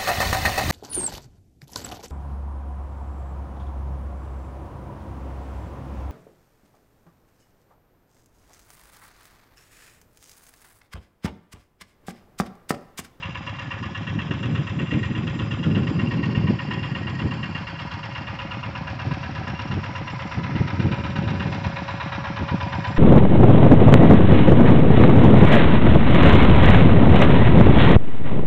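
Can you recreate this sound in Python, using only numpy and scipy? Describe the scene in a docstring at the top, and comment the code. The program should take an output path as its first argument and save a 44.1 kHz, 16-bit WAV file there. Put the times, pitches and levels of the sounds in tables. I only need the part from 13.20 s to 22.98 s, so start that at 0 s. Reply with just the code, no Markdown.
"""A single-cylinder four-stroke diesel chugs at about 1000 rpm in an open field. In each cycle the
knock rings the iron block and rattles the casing, the exhaust puffs, then the intake gulps; now and
then one fires hard. From the first seconds gusts buffet the microphone and insects call in the crop.
The microphone slowly turns and moves past the engine, and a side panel comes to face it. At the end
it nears the gear side: the high ring has faded, and the clatter, whine and thumps have grown."""
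import sys
import numpy as np
from scipy import signal
from scipy.fft import rfft, irfft, next_fast_len
from scipy.io import wavfile
from scipy.ndimage import uniform_filter1d, map_coordinates

SR = 44100
rng = np.random.default_rng(int(sys.argv[2]) if len(sys.argv) > 2 else 0)


def unload_audio(sound):
    """Save the sound as a 16-bit wav file, at the path given as the first command line argument."""
    columns = np.transpose(np.atleast_2d(sound))
    # keep every value between -1 and 1, then stretch to whole-number steps
    steps = np.round(np.clip(columns, -1, 1) * 32767)
    wavfile.write(sys.argv[1], SR, steps.astype(np.int16))


N = 431298

# Rushing air, in the intake rasp and the exhaust bark. Each row: frequency in Hz, relative level in dB.
RASP_SPECTRUM = [(300, -14), (600, -9), (850, 0.5), (1100, -16.5), (2000, -28), (6000, -63.5)]


def knock(fired, clatter_db, place):
    """Impact excitation: combustion, piston slap and valve gear ring the modes of block and casing."""
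    # Each row: delay after ignition in seconds, relative ring and clatter in dB, decay in seconds.
    contacts = [(0, -0.5, -8, 0.0041), (.003, -2, -2.5, 0.0029), (.008, -4, -0.5, 0.005),
                (0.016, -15.5, -6, 0.009), (0.027, -20, -7, 0.019), (.044, -25, -17, 0.039),
                (0.065, -15.5, -18.5, 0.0048), (.071, -16, -9.5, 0.0072), (0.081, -9.5, -8.5, 0.0043),
                (0.091, -17.5, -12, 0.0085)]
    # The block's low, middle and high ring. Each mode: frequency and width in Hz, relative level in dB.
    block_modes = [
        [(991, 17, 3.5), (1415, 81, -12.5)],
        [(1864, 24, -1), (1928, 70, -13)],
        [(2620, 36, -20), (2727, 46, -10), (2783, 24, 3.5), (2890, 100, -14.5), (3030, 90, -21.5)],
    ]
    # Each ring beams its own way, so it swells and fades as the microphone passes.
    # Each row: time in seconds, level of the low, middle and high ring in dB.
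    ring_levels = [(0, -46.5, -60, -42.5), (.8, -49.5, -48, -45.5), (1.4, -51.5, -48.5, -45.5),
                   (1.751, -52, -41, -45.5), (2.451, -50, -49.5, -44), (2.9, -48, -42, -42.5),
                   (3.598, -47, -43.5, -42), (4.3, -56, -44.5, -43.5), (4.701, -53, -50, -45.5),
                   (5.201, -43, -51, -42), (5.6, -45.5, -68, -48.5), (6, -44.5, -51.5, -50),
                   (6.5, -44.5, -52, -45.5), (6.899, -41, -57, -51), (7.45, -46.5, -51, -51),
                   (7.95, -47.5, -53, -47.5), (8.801, -45, -53, -56), (9.6, -44.5, -44, -51.5)]
    # Casing and flywheel. Each row: frequency and width in Hz, relative dB at first and last position.
    casing_modes = [(652, 45, -22.5, -3.5), (762.4, 18, -11.5, 0.5), (871, 50, -21.5, 1.5),
                    (900, 45, -20, 3.5), (944, 57, -7.5, 5.5), (1002, 38, 0.5, 4.5), (1091, 63, 0.5, -6),
                    (1198, 30, 1, 1), (1250, 73, -3.5, -7), (1409, 37, -2, -2), (1520, 72, -5.5, 0),
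                    (1573, 77, -17.5, 1.5), (1630, 63, -15.5, 1), (1716, 49, 0, -0.5), (1882, 56, -3.5, -2),
                    (1990, 45, -3, -2), (2116, 30, -2, -1), (2178, 60, -4.5, -4), (2398, 90, -4, -5.5),
                    (2471, 70, -5, -4), (2652, 77, -1.5, -8), (3050, 140, -7, -12), (3280, 110, -6, -17.5),
                    (3573, 92, -22, -12), (3814, 120, -27, -13), (4170, 280, -37, -17)]
    # Side panel. Each row: frequency and width in Hz, relative level in dB.
    panel_modes = [(1292, 60, -2), (1358, 37, -6.5), (1987, 55, 4), (2116, 77, -1.5), (2963, 46, -13)]
    # The panel comes to face the microphone. Each row: time in seconds, level in dB.
    panel_levels = [(5, -68), (6.2, -46), (7.4, -40), (8.5, -48), (9.8, -52.5)]
    force, cycle_s = combustion(fired), np.diff(fired).mean()
    ring_power, clatter_power = np.zeros((2, N))
    for delay, ring_db, casing_db, decay in contacts:
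        hits = pulses(fired + delay, scatter_db=.5, jitter_s=.0003)
        chatter = fade(hits, decay) ** 2  # the parts go on bouncing after each contact
        ring_power += amp(ring_db) ** 2 * chatter
        clatter_power += amp(casing_db) ** 2 * chatter
    blow = unit(pulses(fired + .0002, scatter_db=.8, jitter_s=.0001))  # the sudden pressure rise
    strike = .63 * blow + unit(np.sqrt(ring_power) * bouncing(fired))
    ring = sum(amp(db + 1.5 * wobble(14)) * steady(resonate(strike, modes), cycle_s)
               for modes, db in zip(block_modes, curves(ring_levels)))
    clatter = unit(np.sqrt(clatter_power) * bouncing(fired))
    rattle = .36 * grit(spiky_db=3.5)  # the running gears keep the casing ringing between contacts
    shake = clatter + rattle + .12 * blow
    casing = amp(clatter_db) * steady(interference(directional(shake, casing_modes, place)), cycle_s)
    panel = amp(curves(panel_levels)[0]) * steady(resonate(shake, panel_modes), cycle_s)
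    iron = ring * force + casing * force ** .5 + panel
    # heavy castings radiate little treble
    return filtered(iron, lambda hz: 1 / np.sqrt(1 + (hz / 4300) ** 14))


def cycles():
    """The four-stroke principle: one cycle to two turns of the crank. Counts the cycles done so far."""
    # Each row: time in seconds, crank speed in rpm.
    speed = [(0, 996), (1.5, 999), (2.4, 1000.2), (4.8, 999.8), (6.3, 998.2), (8.2, 995), (9.8, 998.5)]
    return np.cumsum(curves(speed)[0]) / (60 * 2 * SR)


def firings(first_s=.0243):
    """Periodic excitation: the charge ignites once a cycle. Gives the times in seconds."""
    done = cycles()
    return first_s + np.interp(np.arange(int(done[-1]) + 1), done, np.arange(N) / SR)


def combustion(fired, scatter_db=.9):
    """Cyclic variation: no two charges burn alike, so each cycle knocks with a force of its own."""
    # Cycles that fire hard. 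Each row: time in seconds, force above the usual in dB.
    hard_knocks = [(.03, 1), (.51, 3.5), (.99, 2.5), (1.11, 1.5), (1.71, 2.5), (2.79, 1.5), (3.51, 3.5),
                   (3.63, 1.5), (4.35, 3.5), (5.07, 0), (6.52, 2.5), (7.48, 0), (7.72, 2), (8.2, 2),
                   (8.69, 1.5), (8.81, 2), (9.05, 1), (9.53, 0)]
    db = scatter_db * rng.standard_normal(len(fired))
    for s, extra_db in hard_knocks:
        db[np.argmin(np.abs(fired - s))] = extra_db
    return amp(uniform_filter1d(db[cycles().astype(int)], size=400))


def bouncing(fired, repeat_share=.68):
    """Correlated noise: each ignition restarts a pattern partly handed on from the cycle before."""
    starts = np.minimum((fired * SR).astype(int), N)
    lengths = np.diff(np.r_[0, starts, N])
    fresh = rng.standard_normal((len(lengths), lengths.max()))
    rows = signal.lfilter([1], [1, -repeat_share], fresh, axis=0)
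    return unit(np.concatenate([row[:n] for row, n in zip(rows, lengths)]))


def exhaust(fired, boom_db, bark_db):
    """Pipe resonance: the valve lets out a slug of gas that booms, with a hollow bark and short hiss."""
    # Each row: frequency and width in Hz, relative level in dB.
    pipe_modes = [(73.5, 29, -13), (105, 14, 0), (167, 38, -17)]
    # Each row: frequency in Hz, relative level in dB.
    gas_spectrum = [(300, -18.5), (600, -3.5), (1200, 0), (2300, 4.5), (3400, 3), (4200, -20.5),
                    (8000, -58.5)]
    slugs = pulses(fired + .0282, scatter_db=1.2, jitter_s=.0001)
    boom = resonate(swell(slugs, .0014, .0015), pipe_modes)
    bark = coloured(swell(slugs, .0044, .0055) * bouncing(fired), RASP_SPECTRUM)
    hiss = coloured(swell(slugs, .001, .03) * grit(spiky_db=2.5), gas_spectrum)
    return amp(boom_db) * boom + amp(bark_db) * bark + amp(-52.5) * hiss


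def intake(fired, level_db):
    """Cavity resonance: the gulp sinks in pitch as the descending piston enlarges the cylinder."""
    # Each row: frequency and width in Hz, relative level in dB.
    tract_modes = [(284.4, 56, -1.5), (337, 62, -7)]
    # Air that rings as the valve shuts. The row: frequency and width in Hz, relative level in dB.
    air_column = [(144.2, 17, 0)]
    start_hz, end_hz, sag_s = 244, 112, .014
    attack_s, decay_s = .0069, .012
    gulps = pulses(fired + .0615, scatter_db=1.3, jitter_s=.0001)  # half a cycle after ignition
    t = np.arange(SR // 10) / SR
    pitch = end_hz + (start_hz - end_hz) * np.exp(-t / sag_s)
    envelope = (1 - np.exp(-t / attack_s)) * np.exp(-t / decay_s)
    gulp = np.sin(2 * np.pi * np.cumsum(pitch) / SR) * envelope
    thump = unit(signal.fftconvolve(gulps, gulp)[:N])
    tract = resonate(swell(gulps, .00055, .0007), tract_modes)
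    rush = swell(gulps, .00087, .0061) * bouncing(fired)
    rasp = steady(coloured(rush, RASP_SPECTRUM), np.diff(fired).mean())
    closings = pulses(fired + .102, scatter_db=-.5, jitter_s=.00024)
    shut = resonate(fade(closings, .0016), air_column)
    return amp(level_db) * (amp(-1) * thump + amp(-8) * (tract + rasp) + amp(-7.5) * shut)


def whine(fired, level_db, tooth_order=67):
    """Gear meshing: the teeth sing at a harmonic of the cycle, near the note of a kicked thin cover."""
    # The row: frequency and width in Hz, relative level in dB.
    cover_mode = [(544, 14, 0.5)]
    tone = np.sin(2 * np.pi * tooth_order * cycles() + .3 * wobble(25)) * amp(wobble(27))
    kicks = unit(pulses(fired + .018, scatter_db=1.5, jitter_s=.00024))
    cover = resonate(kicks + .8 * grit(spiky_db=1.5), cover_mode)
    return amp(level_db) * unit(tone) + amp(-50.5) * cover


def whirr(fired, level_db, place):
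    """Friction noise: gears and belt run on, their hiss swells at each stroke and tin guards ring."""
    # Gears and belt. Each row: frequency in Hz, relative level in dB.
    gear_spectrum = [(30, -8.5), (70, 13.5), (130, 17), (260, -4.5), (420, -12.5), (700, 0.5), (1500, -3),
                     (2600, -4), (3400, -25.5), (4300, -39.5), (8000, -66)]
    # Knock, exhaust, intake and valve closing. Each row: delay after ignition in seconds, relative dB.
    rubs = [(.001, 0), (.007, -1), (.027, 3.5), (.066, -5), (.082, -4.5)]
    # Hiss at the first, middle and last position. Each point: frequency in Hz, relative level in dB.
    hiss_spectra = [
        [(2000, -8), (3300, -1), (3600, 8.5), (4000, 5.5), (4350, -20), (5000, -6.5), (5350, -6.5),
         (5650, -3.5), (6100, -5), (6700, -10.5), (8100, -13.5)],
        [(2000, -10), (3250, 2), (3800, -25), (4130, 5), (4350, -2.5), (4600, 2), (5000, 1), (5350, -1.5),
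         (6050, -13.5), (6550, -14), (8100, -21)],
        [(2000, 2.5), (3200, 2), (3700, 4.5), (4270, -7), (4550, -5.5), (4750, -3.5), (5300, -3), (5750, -0.5),
         (6150, -9.5), (7000, -24), (8100, -15)],
    ]
    # Each row: frequency and width in Hz, relative dB at the first, middle and last position.
    guard_modes = [(4130, 26, -9, -1, -1.5), (4560, 120, -12.5, 1.5, -4), (4993, 55, 2, -3, 1),
                   (5295, 65, -6.5, -4, -1.5), (5655, 120, -6.5, -12, -4.5), (6750, 110, -11, -16, -19.5)]
    gears = coloured(grit(spiky_db=1.5) * amp(1.3 * wobble(70)), gear_spectrum)
    strokes = sum(amp(db) * pulses(fired + delay, scatter_db=2, jitter_s=.00053) for delay, db in rubs)
    surge = unit(swell(strokes, rise_s=.0011, decay_s=.0079))
    rubbing = np.sqrt(1 + .6 * surge ** 2) * rng.standard_normal(N) * amp(1.6 * wobble(70))
    hiss = blend([coloured(rubbing, spectrum) for spectrum in hiss_spectra], place)
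    guards = directional(np.sqrt(1 + .51 * surge ** 2) * grit(spiky_db=4.5), guard_modes, place)
    return amp(level_db) * (interference(amp(-1.5) * hiss + amp(-8) * guards) + amp(9.5) * gears)


def directional(x, table, place):
    """Directivity: x rings through modes whose levels depend on the microphone's position."""
    modes = np.array(table)
    return blend([resonate(x, np.c_[modes[:, :2], db]) for db in modes[:, 2:].T], place)


def interference(x, depth_db=2, knot_hz=120, knot_s=.6):
    """Interference of the engine's faces at a moving microphone, as bands swelling at random."""
    hz, t, spectra = signal.stft(x, SR, nperseg=1024)
    knots = rng.standard_normal((int(hz[-1] / knot_hz) + 2, int(t[-1] / knot_s) + 2))
    field = map_coordinates(knots, np.meshgrid(hz / knot_hz, t / knot_s, indexing="ij"), order=2)
    return signal.istft(spectra * amp(depth_db * field), SR, nperseg=1024)[1][:N]


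def wind(place):
    """Turbulence: stronger gusts shed higher eddies, and the rumble deepens as the microphone turns."""
    # Each row of both: frequency in Hz, relative level in dB.
    rumble_spectrum = [(20, -38), (40, -35), (65, -15.5), (100, 2.5), (150, 0), (200, -5), (300, -13),
                       (420, -26), (700, -48), (2000, -82.5)]
    eddy_spectrum = [(60, -33), (150, 5), (230, -1.5), (330, -4.5), (480, -13.5), (700, -23.5), (1500, -50),
                     (4000, -82.5)]
    gust_db = gusts()
    lumps = amp(2.96 * wobble(50))
    air = rng.standard_normal(N)
    views = [coloured(air, np.array(rumble_spectrum) * [shift, 1]) for shift in (1.08, .9)]
    # lumps share out the force of each gust
    rumble = steady(lumps * blend(views, place), span_s=.08)
    eddies = steady(lumps * coloured(grit(spiky_db=3.5), eddy_spectrum), span_s=.08)
    return amp(gust_db) * rumble + amp(1.405 * gust_db + 4.5 - .83 * place) * eddies


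def gusts(edge_s=.011):
    """Addition of powers: brief buffets rise, hold and die on top of the wind. Gives the level in dB."""
    # Each row: time in seconds, level in dB.
    wind_levels = [(0, -45), (.45, -39), (.95, -31.5), (1.35, -24.5), (1.48, -34), (1.62, -24.5),
                   (1.68, -32.5), (1.76, -26), (2.1, -29.5), (2.75, -24.5), (3.33, -24), (3.39, -35.5),
                   (3.5, -28.5), (4.25, -30.5), (4.42, -38), (5.2, -40.5), (6.3, -33.5), (7.1, -40),
                   (7.18, -29.5), (8.25, -26.5), (8.85, -42), (9.3, -35), (9.78, -34.5)]
    # Each row: start in seconds, length in seconds, level in dB.
    buffets = [(0.619, 0.011, -29.5), (0.93, 0.06, -26.5), (1.098, 0.022, -24), (1.382, 0.022, -24.5),
               (1.586, 0.023, -30), (1.726, 0.048, -20), (1.857, 0.012, -37), (2.2, 0.018, -23),
               (2.466, 0.09, -22.5), (2.557, 0.085, -22), (2.844, 0.03, -23.5), (3.004, 0.039, -32),
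               (3.177, 0.02, -24), (3.235, 0.028, -22), (3.296, 0.042, -21), (4.035, 0.047, -23),
               (5.469, 0.016, -30.5), (5.867, 0.06, -27), (6.289, 0.018, -29.5), (6.495, 0.1, -26.5),
               (7.191, 0.019, -24.5), (7.334, 0.028, -25), (7.406, 0.01, -20), (7.591, 0.125, -22),
               (8.075, 0.036, -25.5), (8.467, 0.017, -23.5), (9.195, .04, -23.5), (9.322, 0.034, -24)]
    t = np.arange(N) / SR
    power = amp(curves(wind_levels)[0] + .83 * wobble(9)) ** 2
    for start, length, db in buffets:
        near = np.abs(t - start) < .5
        outside_s = np.maximum(start - t[near], 0) + np.maximum(t[near] - start - length, 0)
        power[near] += (amp(db) * np.exp(-outside_s / edge_s)) ** 2
    return 10 * np.log10(power)


def slaps(hz=156, rise_s=.003):
    """Pressure transient: an eddy bursts on the microphone in one push that swings back and dies."""
    # Each row: start in seconds, peak of the envelope in dB.
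    bursts = [(2.604, -14), (3.175, -11), (3.225, -15.5), (7.406, -9.5), (7.988, -12), (8.467, -17)]
    t = np.arange(SR // 20) / SR
    push = np.sin(2 * np.pi * hz * t) * t / rise_s * np.exp(1 - t / rise_s)
    starts, db = np.transpose(bursts)
    impulses = np.bincount((starts * SR).astype(int), amp(db), N)
    return signal.fftconvolve(impulses, push)[:N]


def insects(stroke_hz=54, stroke_s=.011, width_hz=230, fade_s=.037):
    """Modulated narrow-band noise: one insect shrills on and off, others buzz with rapid wing strokes."""
    # The row: frequency and width in Hz, relative level in dB.
    shrill_mode = [(7250, 120, 0)]
    # Each row: time in seconds, level in dB.
    shrill_levels = [(0, -76.5), (1.1, -73), (1.7, -66), (2.92, -66.5), (2.98, -78), (3.9, -70), (4.3, -71),
                     (4.4, -83), (6.35, -86), (6.5, -76), (6.8, -84), (6.92, -72), (7.12, -71), (7.3, -90),
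                     (7.7, -72.5), (8.8, -73), (9.1, -80), (9.7, -67)]
    # Each row: start in seconds, length in seconds, frequency in Hz, level in dB.
    calls = [(1.184, 1.5, 4890, -65.5), (2.636, .34, 4920, -57), (2.948, .8, 4720, -62),
             (3.004, 0.73, 5220, -61.5), (3.902, .4, 5070, -64), (6.25, 0.27, 5350, -62),
             (6.795, .65, 5360, -66)]
    t = np.arange(N) / SR
    band = resonate(resonate(rng.standard_normal(N), shrill_mode), shrill_mode)
    out = amp(curves(shrill_levels)[0]) * unit(band * amp(2.4 * wobble(60)))
    strokes = pulses(np.arange(0, N / SR, 1 / stroke_hz), scatter_db=2, jitter_s=.002)
    scrape = fade(strokes, stroke_s) * rng.standard_normal(N)
    for start, length, hz, db in calls:
        wing = unit(filtered(scrape, lambda f: 1 / (1 + (2 * (f - hz) / width_hz) ** 4)))
        gate = np.clip(np.minimum(t - start, start + length - t) / fade_s, 0, 1)
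        out += amp(db) * wing * gate
    return out


def amp(db):
    """The decibel scale: level to amplitude."""
    return 10 ** (np.asarray(db) / 20)


def unit(x):
    """Normalisation to rms 1."""
    return x / np.sqrt(np.mean(x ** 2) + 1e-20)


def steady(x, span_s):
    """Running normalisation: evens out the level of x over span_s."""
    return x / np.sqrt(np.abs(uniform_filter1d(x ** 2, int(span_s * SR))) + 1e-9)


def curves(rows):
    """Linear interpolation: one value per sample for each column after the time."""
    times, *columns = np.transpose(rows)
    return [np.interp(np.arange(N) / SR, times, column) for column in columns]


def blend(views, place):
    """Crossfade through evenly spaced positions as place goes from 0 to 1."""
    step = np.clip(place, 0, 1) * (len(views) - 1)
    return sum(np.maximum(0, 1 - np.abs(step - k)) * view for k, view in enumerate(views))


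def wobble(rate):
    """Random modulation: a smooth curve with rate knots a second."""
    return map_coordinates(rng.standard_normal(int(N * rate / SR) + 4), [np.arange(N) * rate / SR])


def grit(spiky_db):
    """Fast amplitude modulation clumps noise into tiny impacts."""
    return unit(rng.standard_normal(N) * amp(spiky_db * wobble(1000)))


def pulses(times, scatter_db, jitter_s):
    """An impulse train, a little uneven in size and moment."""
    size, shift = rng.standard_normal((2, len(times)))
    at = np.abs((times + jitter_s * shift) * SR).astype(int)
    return np.bincount(at, amp(scatter_db * size), N)[:N]


def fade(x, decay_s):
    """Exponential decay: gives every impulse a tail."""
    return signal.lfilter([1], [1, -np.exp(-1 / (decay_s * SR))], x)


def swell(x, rise_s, decay_s):
    """Two decays in cascade: gives every impulse a soft rise and a tail."""
    return fade(fade(x, decay_s), rise_s)


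def filtered(x, response):
    """Linear filtering: the spectrum of x times a complex response of frequency."""
    size = next_fast_len(N + SR // 2)
    return irfft(rfft(x, size) * response(np.fft.rfftfreq(size, 1 / SR)), size)[:N]


def coloured(x, points):
    """Spectral shaping of x by (Hz, dB) points, at rms 1."""
    hz, db = np.transpose(points)
    return unit(filtered(x, lambda f: amp(np.interp(np.log(f + 1), np.log(hz + 1), db))))


def resonate(x, modes):
    """Modal superposition: x through (Hz, width, dB) resonances of alternating sign, at rms 1."""
    def response(f):
        s = 1j * f
        return s * sum((-1) ** k * amp(db) * width / (s * (s + width) + hz * hz)
                       for k, (hz, width, db) in enumerate(modes))
    return unit(filtered(x, response))


def scene():
    """Superposition of engine, wind and insects in mono; the microphone's position sets the balance."""
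    # Each row: time in seconds, position from 0 (first) to 1 (last), exhaust and intake levels in dB.
    path = [(0, 0.064, -39, -44), (2.4, 0.12, -33.5, -45), (3, 0.37, -53, -41), (4.3, 0.42, -44.5, -42.5),
            (5.2, 0.71, -42.5, -41.5), (6, 0.87, -37.5, -38.5), (8, 0.87, -46, -38.5),
            (9.8, 0.93, -30.5, -34.5)]
    # Each list: base level in dB at the first, middle and last position.
    clatter_levels = [-39, -38.5, -38.5]
    whine_levels = [-58.5, -54.5, -50.5]
    whirr_levels = [-53, -50.5, -47.5]
    # Nearing the gear side. Each row: time in seconds, gain of the clatter and of the whine in dB.
    approach = [(6.8, -0.5, 1), (8, 2.5, 8.5), (9.8, 6, 8.5)]
    fired = firings()
    place, exhaust_db, intake_db = curves(path)
    near_clatter_db, near_whine_db = curves(approach)
    metal = knock(fired, blend(clatter_levels, place) + near_clatter_db, place)
    gears = whine(fired, blend(whine_levels, place) + near_whine_db)
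    gears += whirr(fired, blend(whirr_levels, place), place)
    gas = exhaust(fired, exhaust_db, bark_db=intake_db - 15) + intake(fired, intake_db)
    return (metal + gears + gas + insects() + wind(place) + slaps())[None]


def record(dry):
    """Band limiting: a steep low-pass cuts off the top of the treble."""
    corner_hz, top_hz = 7650, 8100
    return filtered(dry[0], lambda hz: (hz < top_hz) / np.sqrt(1 + (hz / corner_hz) ** 60))[None]


dry = scene()
out = record(dry)
unload_audio(out)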